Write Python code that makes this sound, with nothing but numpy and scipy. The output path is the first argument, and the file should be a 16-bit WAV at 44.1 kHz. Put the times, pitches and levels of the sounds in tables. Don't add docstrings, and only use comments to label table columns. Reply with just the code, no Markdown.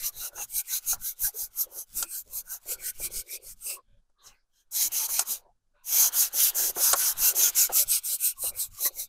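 import sys
import numpy as np
from scipy import signal
from scipy.fft import rfft, irfft, next_fast_len
from scipy.io import wavfile
from scipy.ndimage import uniform_filter1d, minimum_filter1d, map_coordinates

SR = 44100
rng = np.random.default_rng(int(sys.argv[2]) if len(sys.argv) > 2 else 0)


def convert_level_to_amplitude(level_db):
    exponent = np.asarray(level_db, float) / 20
    return 10 ** exponent


def transcribe(signal):
    frames = np.atleast_2d(signal).T
    limited = np.clip(frames, -1, 1)
    pcm = np.round(limited * 32767).astype(np.int16)
    wavfile.write(sys.argv[1], SR, pcm)


N = 400428

# resonance in Hz, width in Hz, level in dB
RIB_MODES = [(880, 360, 3.5), (1128, 130, 7.5), (1432, 298, 5)]
# resonance in Hz, width in Hz, level in dB
HOLLOW_MODES = [(374, 108, 0.5), (551, 89, 4.5), (764, 190, -3)]
# time in seconds, brightness in dB, contact with the ribs in dB,
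# fold of the paper in dB, plank ring in Hz, sheet ring in Hz
HAND_GRIP = [(0.05, 6, -26.5, -8, 2975, 7000), (0.4, 8, -24.5, -4, 2660, 6260),
             (0.56, 3, -36, -9, 2375, 8790), (0.75, 6, -30.5, 0, 2310, 6860),
             (1.1, 10, -36, -9, 3484, 6500), (1.75, 12.5, -25, -18, 3260, 6900),
             (2.05, 8, -31, -19.5, 2453, 7750), (2.45, 11.5, -30.5, -16.5, 2797, 7170),
             (2.85, 4, -29.5, -14, 2260, 7770), (3.3, 1.5, -35.5, -36, 2250, 8520),
             (3.7, 6, -32.5, -31.5, 2690, 8850), (4.4, -7.5, -18, 11.5, 3180, 6330),
             (4.8, 5, -30, -4.5, 3050, 7070), (5.2, 4.5, -24, -11.5, 3225, 6120),
             (7.45, 4, -24, -16.5, 3157, 7250), (8.2, 4, -40, -11, 2830, 8050),
             (8.45, 8.5, -30.5, -5.5, 2726, 8220), (9.0, 6, -34.5, -2, 2175, 6660)]


def unit(x):
    return x / np.sqrt(np.mean(x ** 2) + 1e-20)


def along(points, hz):
    f, v = np.transpose(points)
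    return np.interp(np.log(hz + 1), np.log(f + 1), v)


def curves(rows):
    s, *cols = np.transpose(rows)
    return [np.interp(np.arange(N) / SR, s, c) for c in cols]


def wobble(rate):
    return map_coordinates(rng.standard_normal(int(N * rate / SR) + 4), [np.arange(N) * rate / SR])


def filtered(x, response):
    m = next_fast_len(N + SR // 5, real=True)
    return irfft(rfft(x, m) * response(np.fft.rfftfreq(m, 1 / SR)), m)[:N]


def shaped_noise(x, spectrum):
    return unit(filtered(x, lambda hz: convert_level_to_amplitude(along(spectrum, hz))))


def modes(table):
    def response(f):
        total = 0
        for k, (centre, width, db) in enumerate(table):
            total = total + (-1) ** k * convert_level_to_amplitude(db) * 1j * f * width / (centre ** 2 - f ** 2 + 1j * f * width)
        return total
    return response


def scrape(grain_db, patchy_db, ring_hz=1000, width_hz=100, ring_db=-60, size=(6, 22)):
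    grains = rng.standard_normal(N) * convert_level_to_amplitude(grain_db * wobble(700))
    hz, t, z = signal.stft(grains, SR, nperseg=512)

    def framed(v):
        return np.interp(t, np.arange(N) / SR, v * np.ones(N))

    field = uniform_filter1d(rng.standard_normal(z.shape), size=size[0], axis=0)
    field = uniform_filter1d(field, size=size[1], axis=1)
    detune = 2 * (hz[:, None] - framed(ring_hz)) / width_hz
    ring = 1 + convert_level_to_amplitude(framed(ring_db)) / (1 + detune ** 2)
    return signal.istft(z * ring * convert_level_to_amplitude(framed(patchy_db) * unit(field)), nperseg=512)[1][:N]


def bursts(rows):
    t, out = np.arange(4000) / SR, np.zeros(N + 4000)
    for s, db, t60 in rows:
        fade = convert_level_to_amplitude(db - 60 * t / t60) * (1 - np.exp(-t / 0.002))
        out[round(s * SR):][:4000] += fade * rng.standard_normal(4000)
    return out[:N]


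def swells(rows):
    out = np.zeros(N)
    for start, end, db, top, pointed in rows:
        at = np.arange(max(int(start * SR) + 1, 0), min(int(end * SR), N))
        part = np.clip((at / SR - start) / (end - start), 0, 1)
        swing = part ** (np.log(.5) / np.log(np.clip(top, .1, .9)))
        out[at] += convert_level_to_amplitude(db) * np.abs(np.sin(np.pi * swing)) ** pointed
    return out


def ringing(rows, q, rough_db):
    out, uneven = np.zeros(N), convert_level_to_amplitude(rough_db * wobble(70))
    for start, end, db, from_hz, to_hz in rows:
        at = slice(int(start * SR), int(end * SR))
        count = at.stop - at.start
        pole = np.exp(-np.pi * 1.5 * (from_hz + to_hz) / 2 / q / SR)
        noise = [1, 1j] @ rng.standard_normal((2, count + SR // 50))
        slow = signal.lfilter([1], np.poly([pole, pole]), noise)[-count:]
        phase = 2 * np.pi * np.cumsum(np.linspace(from_hz, to_hz, count)) / SR
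        tone = np.real(slow * np.exp(1j * phase))
        out[at] += convert_level_to_amplitude(db) * np.sin(np.linspace(0, np.pi, count)) ** 0.93 * unit(tone)
    return out * uneven


def waking(force):
    span = int(0.05 * SR)
    past = np.abs(uniform_filter1d(force, size=span, origin=(span - 1) // 2))
    return np.clip(1.61 * past / (force + 1e-7), 0, 1) ** 1.3


def strokes():
    # start in seconds, end in seconds, peak in dB, place of top speed 0-1, pointedness
    light_strokes = [(-0.04, 0.1, -34, 0.76, 0.61), (0.112, 0.293, -38, 0.77, 0.52),
                     (0.31, 0.455, -40.5, 0.78, 0.74), (0.443, 0.622, -33.5, 0.79, 1.16),
                     (0.636, 0.797, -31, 0.71, 1.2), (0.803, 0.968, -28, 0.66, 3.3),
                     (0.946, 1.151, -34, 0.64, 3.1), (1.169, 1.321, -29.5, 0.54, 2.9),
                     (1.299, 1.495, -35.5, 0.56, 3), (1.485, 1.669, -33.5, 0.68, 3.1),
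                     (1.653, 1.851, -42, 0.69, 1.7), (1.888, 2.083, -33.5, 0.56, 4.3),
                     (2.045, 2.228, -38.5, 0.69, 1.17), (2.25, 2.428, -36.5, 0.73, 1.75),
                     (2.402, 2.592, -40, 0.71, 1.7), (2.596, 2.768, -34, 0.72, 2.36),
                     (2.739, 2.913, -36, 0.83, 0.79), (2.92, 3.092, -32.5, 0.73, 2.56),
                     (3.093, 3.225, -36, 0.66, 0.78), (3.216, 3.38, -36, 0.8, 1.36),
                     (3.402, 3.54, -45.5, 0.72, 0.54), (3.53, 3.79, -37, 0.67, 2.63)]
    middle_strokes = [
        (4.188, 4.398, -52.5, 0.38, 9.7),
        (4.421, 4.664, -65, 0.71, 3.3),
        (4.709, 4.885, -29.5, 0.68, 0.48),
        (4.917, 5.073, -30, 0.46, 0.52),
        (5.078, 5.237, -31.5, 0.53, 0.83),
        (5.22, 5.417, -32, 0.49, 3.9),
    ]
    heavy_strokes = [(5.831, 6.098, -24.5, 0.69, 0.9), (6.117, 6.297, -26, 0.45, 1.2),
                     (6.324, 6.507, -26, 0.65, 0.49), (6.546, 6.715, -27.5, 0.44, 0.54),
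                     (6.747, 6.941, -26, 0.62, 0.68), (6.952, 7.132, -27.5, 0.52, 0.51),
                     (7.16, 7.33, -25.5, 0.61, 0.94), (7.345, 7.508, -24, 0.52, 0.81),
                     (7.545, 7.682, -24.5, 0.47, 1.06), (7.718, 7.842, -25, 0.56, 0.71),
                     (7.872, 8, -26.5, 0.51, 0.99), (8.032, 8.171, -30, 0.58, 0.68),
                     (8.162, 8.34, -29, 0.57, 2.3), (8.356, 8.512, -35, 0.68, 1.1),
                     (8.522, 8.696, -35.5, 0.52, 2.5), (8.704, 8.895, -29.5, 0.81, 1.3),
                     (8.891, 9.075, -39, 0.63, 2.1)]
    lift_s, lift_db = 0.06, -47
    rows = light_strokes + middle_strokes + heavy_strokes
    slides = []
    for row, last in zip(rows, rows[:1] + rows):
        lifted = abs(row[0] - last[1]) > lift_s or last[2] < lift_db
        turn = row[0] if lifted else last[1]
        slides.append((turn - .002, row[1] + 0.0015, row[2] - 18, .55, .9))
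    force = swells(rows)
    resting = minimum_filter1d(uniform_filter1d(force, size=6000), size=5000)
    return force, swells(slides) + convert_level_to_amplitude(-35.0) * resting


def bench(force):
    # frequency in Hz, level in dB per Hz
    rumble_spectrum = [(12, 4), (27, -1), (76, -15), (102, -10), (125, -21.5), (200, -22), (260, -25),
                       (400, -87)]
    hush_spectrum = [(16, 11.5), (88, -18.5), (276, -25), (1610, -29), (2050, -38), (6000, -33),
                     (12000, -39), (14000, -93)]
    # middle in seconds, peak in dB, length in seconds
    rock_rows = [(0.04, -52.5, 0.11), (0.197, -51, 0.16), (0.426, -53.5, 0.25), (0.57, -51.5, 0.089),
                 (0.964, -48.5, 0.24), (1.251, -45.5, 0.094), (1.443, -55, 0.061), (1.632, -64, 0.72),
                 (1.99, -48, 0.21), (2.383, -57.5, 0.53), (2.8, -54.5, 0.4), (3.042, -46, 0.18),
                 (3.173, -45, 0.13), (3.538, -54.5, 0.34), (3.943, -56, 0.25), (4.302, -60.5, 0.17),
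                 (4.877, -58, 0.11), (5.15, -58, 0.18), (5.589, -64.5, 0.5), (6.04, -62, 0.068),
                 (6.722, -57, 0.29), (6.934, -51, 0.069), (7.204, -46, 0.16), (7.59, -76, .12),
                 (7.712, -49, 0.042), (7.882, -52.5, 0.094), (8.5, -49.5, 0.31), (8.718, -47, 0.14),
                 (9.003, -59.5, 0.24)]
    shake = convert_level_to_amplitude(-70) * (uniform_filter1d(force, size=13000) / convert_level_to_amplitude(-35.0) + convert_level_to_amplitude(-67.5))
    rocks = swells([(s - 0.64 * length, s + 0.57 * length, db, .5, 2.2) for s, db, length in rock_rows])
    rumble = unit(convert_level_to_amplitude(0.83 * wobble(4.8)) * shaped_noise(rng.standard_normal(N), rumble_spectrum))
    hush = shaped_noise(rng.standard_normal(N), hush_spectrum)
    return (shake + rocks) * rumble + convert_level_to_amplitude(-66) * hush


def shed(x):
    # frequency in Hz, decay t60 in seconds
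    wall_decay = [(200, 0.076), (2000, 0.033), (10000, 0.036)]
    hz, t, z = signal.stft(rng.standard_normal(SR // 3), SR, nperseg=256)
    tail = signal.istft(z * convert_level_to_amplitude(-60 * t / along(wall_decay, hz)[:, None]), SR, nperseg=256)[1]
    return signal.fftconvolve(np.pad(x, (300, 0)), tail / np.linalg.norm(tail))[:N]


def brushes():
    # start in seconds, end in seconds, peak in dB, from Hz, to Hz
    brush_rows = [(3.81, 4.03, -81.5, 3300, 3400), (3.83, 4.02, -89, 2300, 2500),
                  (3.83, 4.02, -84, 1600, 1600), (4.2, 4.4, -72, 700, 920), (4.15, 4.36, -65.5, 1150, 1100),
                  (4.22, 4.38, -65, 3200, 2400), (4.16, 4.44, -70.5, 1600, 1550),
                  (4.31, 4.45, -75.5, 4200, 5200), (4.2, 4.43, -72, 1900, 2200),
                  (4.18, 4.26, -62.5, 3800, 3950), (4.52, 4.66, -79, 1600, 1600),
                  (5.41, 5.53, -63.5, 510, 850), (5.41, 5.52, -64.5, 1000, 830),
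                  (5.39, 5.5, -84, 1200, 1800), (5.74, 5.87, -75, 2500, 2700),
                  (5.74, 5.86, -79, 3800, 3800), (5.75, 5.87, -69.5, 1100, 1000),
                  (4.68, 4.73, -87, 1200, 1000)]
    return ringing(brush_rows, q=9, rough_db=0.0)


def knocks():
    # time in seconds, peak in dB, hollow share in dB, decay t60 in seconds
    knock_rows = [(0.376, -39, -23, 0.22), (0.932, -40, -12, 0.16), (1.241, -54, -28, 0.21),
                  (1.349, -53, -5, 0.08), (1.991, -55, -16, 0.014), (2.026, -36.5, -10, 0.07),
                  (2.285, -65, 5, 0.024), (2.659, -70, 19, 0.082), (2.998, -55.5, 12.5, 0.14),
                  (3.78, -49, -30, 0.044), (4.096, -67, 6, 0.024), (5.087, -36.5, -30, 0.097),
                  (5.193, -31, -22, 0.1), (5.75, -62.5, -13, 0.16), (6.338, -57.5, 15.5, 0.14),
                  (6.764, -35.5, 2.5, 0.2), (6.932, -17.5, -9, 0.077), (7.693, -40.5, 2, 0.19),
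                  (8.435, -45.5, 4.5, 0.14), (8.855, -48.5, 9, 0.06)]
    # time in seconds, peak in dB
    snap_rows = [
        (2.026, -14.5),
        (4.098, -70),
        (4.853, -20),
        (5.087, -36),
        (5.1929, -7.5),
        (7.794, -15.5),
        (6.9311, -5),
    ]
    rib_hits = bursts([(s - .001, db + 6.0, t60) for s, db, _, t60 in knock_rows])
    hollow_hits = bursts([(s - .001, db + low_db + 19.0, 0.5 * t60) for s, db, low_db, t60 in knock_rows])
    body = filtered(rib_hits, modes(RIB_MODES)) + filtered(hollow_hits, modes(HOLLOW_MODES))
    padded = filtered(body, lambda hz: 1 / (1 + 1.4j * hz / 1700 - (hz / 1700) ** 2))
    snaps = bursts([(s - .001, db + 4.0, .028) for s, db in snap_rows])
    sheet = modes([(3200, 1700, -7.0), (6210, 2840, 2.0), (8310, 3000, 2.5), (11900, 1900, -5.5)])
    return padded + filtered(snaps, sheet)


def taps():
    # time in seconds, then rib, side and hollow ring in dB
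    tap_rows = [(0.9305, -28, -33, -55), (2.0255, -27.5, -42.5, -51), (4.0973, -72, -73, -69),
                (5.1922, -25, -26.5, -52), (6.7627, -35, -32, -36), (6.768, -46, -36, -50),
                (6.777, -50, -40, -42), (6.805, -50, -34, -34), (6.931, -14.5, -23, -47),
                (6.9355, -26, -23, -33), (6.9405, -31, -32, -23), (7.692, -32, -51, -50),
                (7.6955, -59, -26.5, -55), (7.7, -48, -23.5, -29.5), (7.7115, -49, -31, -56)]
    # mode in Hz, decay t60 in seconds
    hull_modes = [
        (1400, 0.027),
        (771, 0.038),
        (557, 0.038),
    ]
    t, out = np.arange(3000) / SR, np.zeros(N)
    for s, *levels in tap_rows:
        for db, (hz, t60) in zip(levels, hull_modes):
            tone = convert_level_to_amplitude(db - 60 * t / t60) * np.sin(2 * np.pi * hz * t)
            out[round(s * SR):][:3000] += tone * (1 - np.exp(-t / 0.001))
    return out


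def brief_rings():
    # start in seconds, end in seconds, peak in dB, pitch in Hz
    steady_rings = [(0.036, 0.12, -55, 1148), (0.204, 0.287, -52.5, 1400), (0.364, 0.438, -51.5, 818),
                    (0.55, 0.639, -63, 1495), (0.701, 0.77, -54, 1510), (3.88, 4.003, -74.5, 565),
                    (1.006, 1.117, -57.5, 1520), (1.231, 1.288, -46, 1588), (1.581, 1.667, -58, 1290),
                    (2.107, 2.202, -61.5, 1570), (2.462, 2.556, -54.5, 1480), (2.684, 2.792, -57, 1446),
                    (2.807, 2.935, -54, 1523), (2.825, 2.92, -52.5, 1900), (3.003, 3.104, -51, 2390),
                    (3.648, 3.775, -48, 2684), (3.652, 3.755, -48, 5000), (3.746, 3.813, -52, 1070),
                    (8.497, 8.615, -60, 2320), (8.71, 8.846, -62.5, 1167), (8.846, 8.891, -43.5, 1940),
                    (8.847, 8.897, -46, 1106), (8.957, 9.046, -55.5, 2190), (3.598, 3.769, -42, 8470),
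                    (5.732, 5.84, -68, 1490), (5.736, 5.787, -69, 584), (8.348, 8.422, -60.5, 1085),
                    (7.704, 7.86, -65, 2690)]
    # start in
    # seconds, end in seconds, peak in dB, from Hz, to Hz
    sliding_rings = [(0.12, 0.296, -53, 3920, 3980), (0.182, 0.305, -57, 2760, 2820),
                     (0.295, 0.389, -58, 1450, 1455), (0.363, 0.468, -67, 3900, 3900),
                     (0.355, 0.457, -54, 2720, 2670), (0.491, 0.627, -63, 2290, 2280),
                     (0.501, 0.637, -67, 812, 818), (0.67, 0.807, -54, 1904, 2504),
                     (0.7, 0.794, -46.5, 3980, 3950), (1.012, 1.14, -62, 1980, 2240),
                     (1.19, 1.324, -67, 2070, 2000), (1.224, 1.318, -60, 850, 776),
                     (1.333, 1.411, -55, 435, 445), (1.37, 1.464, -64, 786, 927),
                     (1.928, 2.168, -60.5, 2575, 2496), (1.962, 2.07, -56, 1400, 1400),
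                     (2.316, 2.421, -55, 4120, 4320), (2.657, 2.778, -63, 4330, 4400),
                     (2.758, 2.916, -56.5, 2340, 2190), (3.095, 3.244, -60, 2240, 2295),
                     (3.1, 3.244, -66.5, 1400, 1530), (3.26, 3.392, -50.5, 2155, 2506),
                     (4.51, 4.653, -73, 3140, 3200), (6.98, 7.054, -44.5, 1500, 1473),
                     (7.203, 7.336, -51, 1554, 1434), (7.202, 7.325, -46.5, 2770, 2740),
                     (7.381, 7.493, -40, 4270, 3010), (7.413, 7.503, -44, 1476, 1466),
                     (7.53, 7.687, -53, 1527, 1463), (4.93, 5.075, -69, 3200, 3550),
                     (4.714, 4.864, -60, 900, 839), (2.048, 2.198, -46.5, 8580, 8470),
                     (5.897, 6.083, -49, 3350, 3200),
                     (7.54, 7.69, -47.5, 3200, 2000), (7.69, 7.86, -49.5, 1200, 1480),
                 (7.69, 7.86, -51, 2850, 2300), (7.72, 7.86, -71, 3000, 3500),
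                 (7.76, 7.85, -50.5, 620, 580), (7.86, 8.01, -57, 1450, 1400),
                 (7.86, 8.01, -50, 3600, 2500), (7.88, 8.0, -50.5, 2800, 2100),
                 (8.01, 8.18, -65, 2850, 5700), (8.03, 8.18, -67, 1420, 1450),
                 (8.05, 8.18, -49.5, 3800, 4300), (8.06, 8.17, -62.5, 600, 590),
                 (8.18, 8.35, -52, 2500, 2800), (8.19, 8.34, -61, 1500, 1450), (8.2, 8.34, -62, 2600, 2400),
                 (7.52, 7.68, -81, 620, 500), (3.2, 3.42, -66, 380, 440), (2.96, 3.12, -63, 360, 330),
                 (3.38, 3.55, -74, 2500, 1800), (1.95, 2.1, -60.5, 300, 330), (3.6, 3.8, -66, 1400, 1200),
                 (0.86, 0.96, -50.5, 4800, 4200), (0.0, 0.092, -55, 2750, 2800),
                 (0.0, 0.092, -59, 3950, 4500), (4.835, 4.9, -57, 290, 323), (5.27, 5.33, -64, 190, 240),
                 (5.2, 5.235, -53.5, 330, 430), (4.98, 5.09, -53, 900, 920), (4.76, 4.9, -51.5, 2400, 2200),
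                 (8.55, 8.67, -53.5, 5300, 3200), (8.56, 8.67, -60, 2600, 4100),
                 (8.43, 8.51, -51.5, 2850, 2800), (8.85, 8.91, -62, 320, 370), (8.5, 8.6, -63, 480, 550),
                 (0.35, 0.46, -42, 6300, 6700), (6.93, 6.948, -28.5, 1147, 990),
                 (0.52, 0.62, -45, 13000, 6400)]
    steady = [(*row, row[-1]) for row in steady_rings]
    return ringing(steady + sliding_rings, q=15, rough_db=2.5)


def wood(force, slide):
    # resonance in Hz, width in Hz, level in dB
    plank_modes = [(2270, 900, -1.5), (3980, 1220, 1.5)]
    # start in seconds, end in seconds, peak in dB, place of top 0-1, pointedness
    creep_rows = [(-0.05, 0.44, -53.5, 0.81, 1.1), (1.33, 1.48, -64, 0.2, 2.1),
                  (1.55, 1.88, -55.5, 0.53, 3.1), (1.89, 2.05, -58, 0.8, 0.58),
                  (2.26, 2.47, -63, 0.15, 0.35), (2.655, 2.93, -56.5, 0, 0.51),
                  (2.985, 3.5, -59.5, 0, 0.27), (3.62, 3.83, -59.5, 0.59, 1.47),
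                  (4.17, 4.45, -71.5, 0.3, 1.3), (4.8, 4.98, -66, 0.66, 1.4), (5.25, 5.5, -64, 0.89, 0.9),
                  (6.5, 6.74, -51, 0.47, 0.28), (6.74, 6.86, -47, 0.57, 4.6), (7.3, 7.55, -49, 0.3, 0.79),
                  (7.7, 7.86, -67, 0.25, 4), (8.38, 8.62, -62, 0.53, 1), (8.78, 8.95, -55.5, 0.48, 0.92),
                  (8.95, 9.1, -68, 0.35, 0.89)]
    bright_db, ribs_db, _, plank_hz, _ = curves(HAND_GRIP)
    pressure = uniform_filter1d(force, size=9000) + convert_level_to_amplitude(-95.5)
    light = 1 / (1 + (pressure / convert_level_to_amplitude(-34)) ** 2)
    patches = 2.2 + 2.6 * light
    past = np.abs(uniform_filter1d(force, size=9000, origin=4499))
    drive = uniform_filter1d(force, size=1500) + convert_level_to_amplitude(-7.0) * slide + np.minimum(pressure, 2 * past)

    plank_grit = scrape(1.1, patches, ring_hz=plank_hz, width_hz=250, ring_db=-9 + 7 * light)
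    planks = unit(filtered(plank_grit, modes(plank_modes)))
    rib_grit = scrape(2.3, patches, ring_hz=1400 + 150 * wobble(2.4), width_hz=83,
                      ring_db=-18.5 + 7.1 * light + 1.5 * wobble(6.9))
    ribs = unit(filtered(rib_grit, modes(RIB_MODES)))
    hollow = unit(filtered(scrape(4.5, patches), modes(HOLLOW_MODES)))
    hum = unit(filtered(hollow, modes(HOLLOW_MODES)))

    planks_db = -16.5 - 1.48 * np.maximum(bright_db - 3.5, 0)
    scratch = convert_level_to_amplitude(2.1 * wobble(45))
    shell = scratch * (force * waking(force) + 0.33 * drive) * convert_level_to_amplitude(planks_db) * planks
    shell = shell + convert_level_to_amplitude(ribs_db + 1.0) * drive * ribs
    loose = 1.2 / (1 + convert_level_to_amplitude(11.0 * (ribs_db + 32)))
    shell = shell - loose * filtered(shell, lambda hz: 1 / (1 + ((hz - 1880) / 230) ** 4))
    return shell + convert_level_to_amplitude(ribs_db - 11.5) * drive * hollow + swells(creep_rows) * hum


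def paper(force, slide):
    # frequency in Hz, level in dB per Hz
    grit_spectrum = [(2710, -42), (4600, 2.5), (6110, 7.5), (7590, 2), (8680, 2.5), (9380, -3), (12000, 0),
                     (14400, -2), (15700, -14), (15950, -71)]
    drag_spectrum = [(1200, -31.5), (2000, -11.5), (4000, -8), (6300, 0), (9000, -2), (15400, -1.5),
                     (15950, -73.5)]
    bright_db, _, fold_db, _, sheet_hz = curves(HAND_GRIP)
    upper = 1 / (1 + np.exp((7550 - sheet_hz) / 110))
    grit = scrape(grain_db=0.68, patchy_db=2.2, ring_hz=6400 + 2200 * upper, width_hz=1180,
                  ring_db=1.5 + 0.25 * bright_db + 2.8 * upper, size=(9, 13))
    hiss = shaped_noise(grit, grit_spectrum)
    top = filtered(hiss, lambda hz: 1 / (1 + (9400 / (hz + 1)) ** 12))
    under = filtered(hiss, lambda hz: 1 / (1 + (hz / 5600) ** 10))
    fold = unit(filtered(grit, lambda hz: modes([(4050, 450, 0)])(hz) ** 2))
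    dull = shaped_noise(scrape(grain_db=3.0, patchy_db=2), drag_spectrum)

    late = waking(force)
    feather = 1 / (1 + (uniform_filter1d(force, size=9000) / convert_level_to_amplitude(-48.0)) ** 2)
    lean = convert_level_to_amplitude((bright_db + 8.0 - 4.5 * feather) / 2)
    body = hiss - top - (1 - late) * under
    bite = top * lean + body / lean + late * convert_level_to_amplitude(fold_db - 13.5) * fold
    flutter = convert_level_to_amplitude(4.0 + 1.25 * wobble(34) + 0.66 * wobble(140))
    return force * flutter * bite + slide * convert_level_to_amplitude(-6 * feather) * dull


def scene():
    force, slide = strokes()
    work = brushes() + knocks() + taps() + brief_rings() + wood(force, slide) + paper(force, slide)
    return np.tile(bench(force) + convert_level_to_amplitude(-14.0) * shed(work) + work, (2, 1))


def top_cut(x):
    return signal.sosfilt(signal.butter(12, 16480, fs=SR, output="sos"), x)


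def record(dry):
    level = np.sqrt(np.abs(uniform_filter1d(dry[0] ** 2, size=700)))
    gated = dry[0] * (0.37 + 0.85 * level / (level + convert_level_to_amplitude(-57)))

    def colour(hz):
        echo_dip = 1 - 0.052 / (1 + ((hz - 1880) / 130) ** 2)
        return echo_dip * (hz < 16050)

    return top_cut(np.tile(filtered(gated, colour), (2, 1)))


dry = scene()
out = record(dry)
transcribe(out)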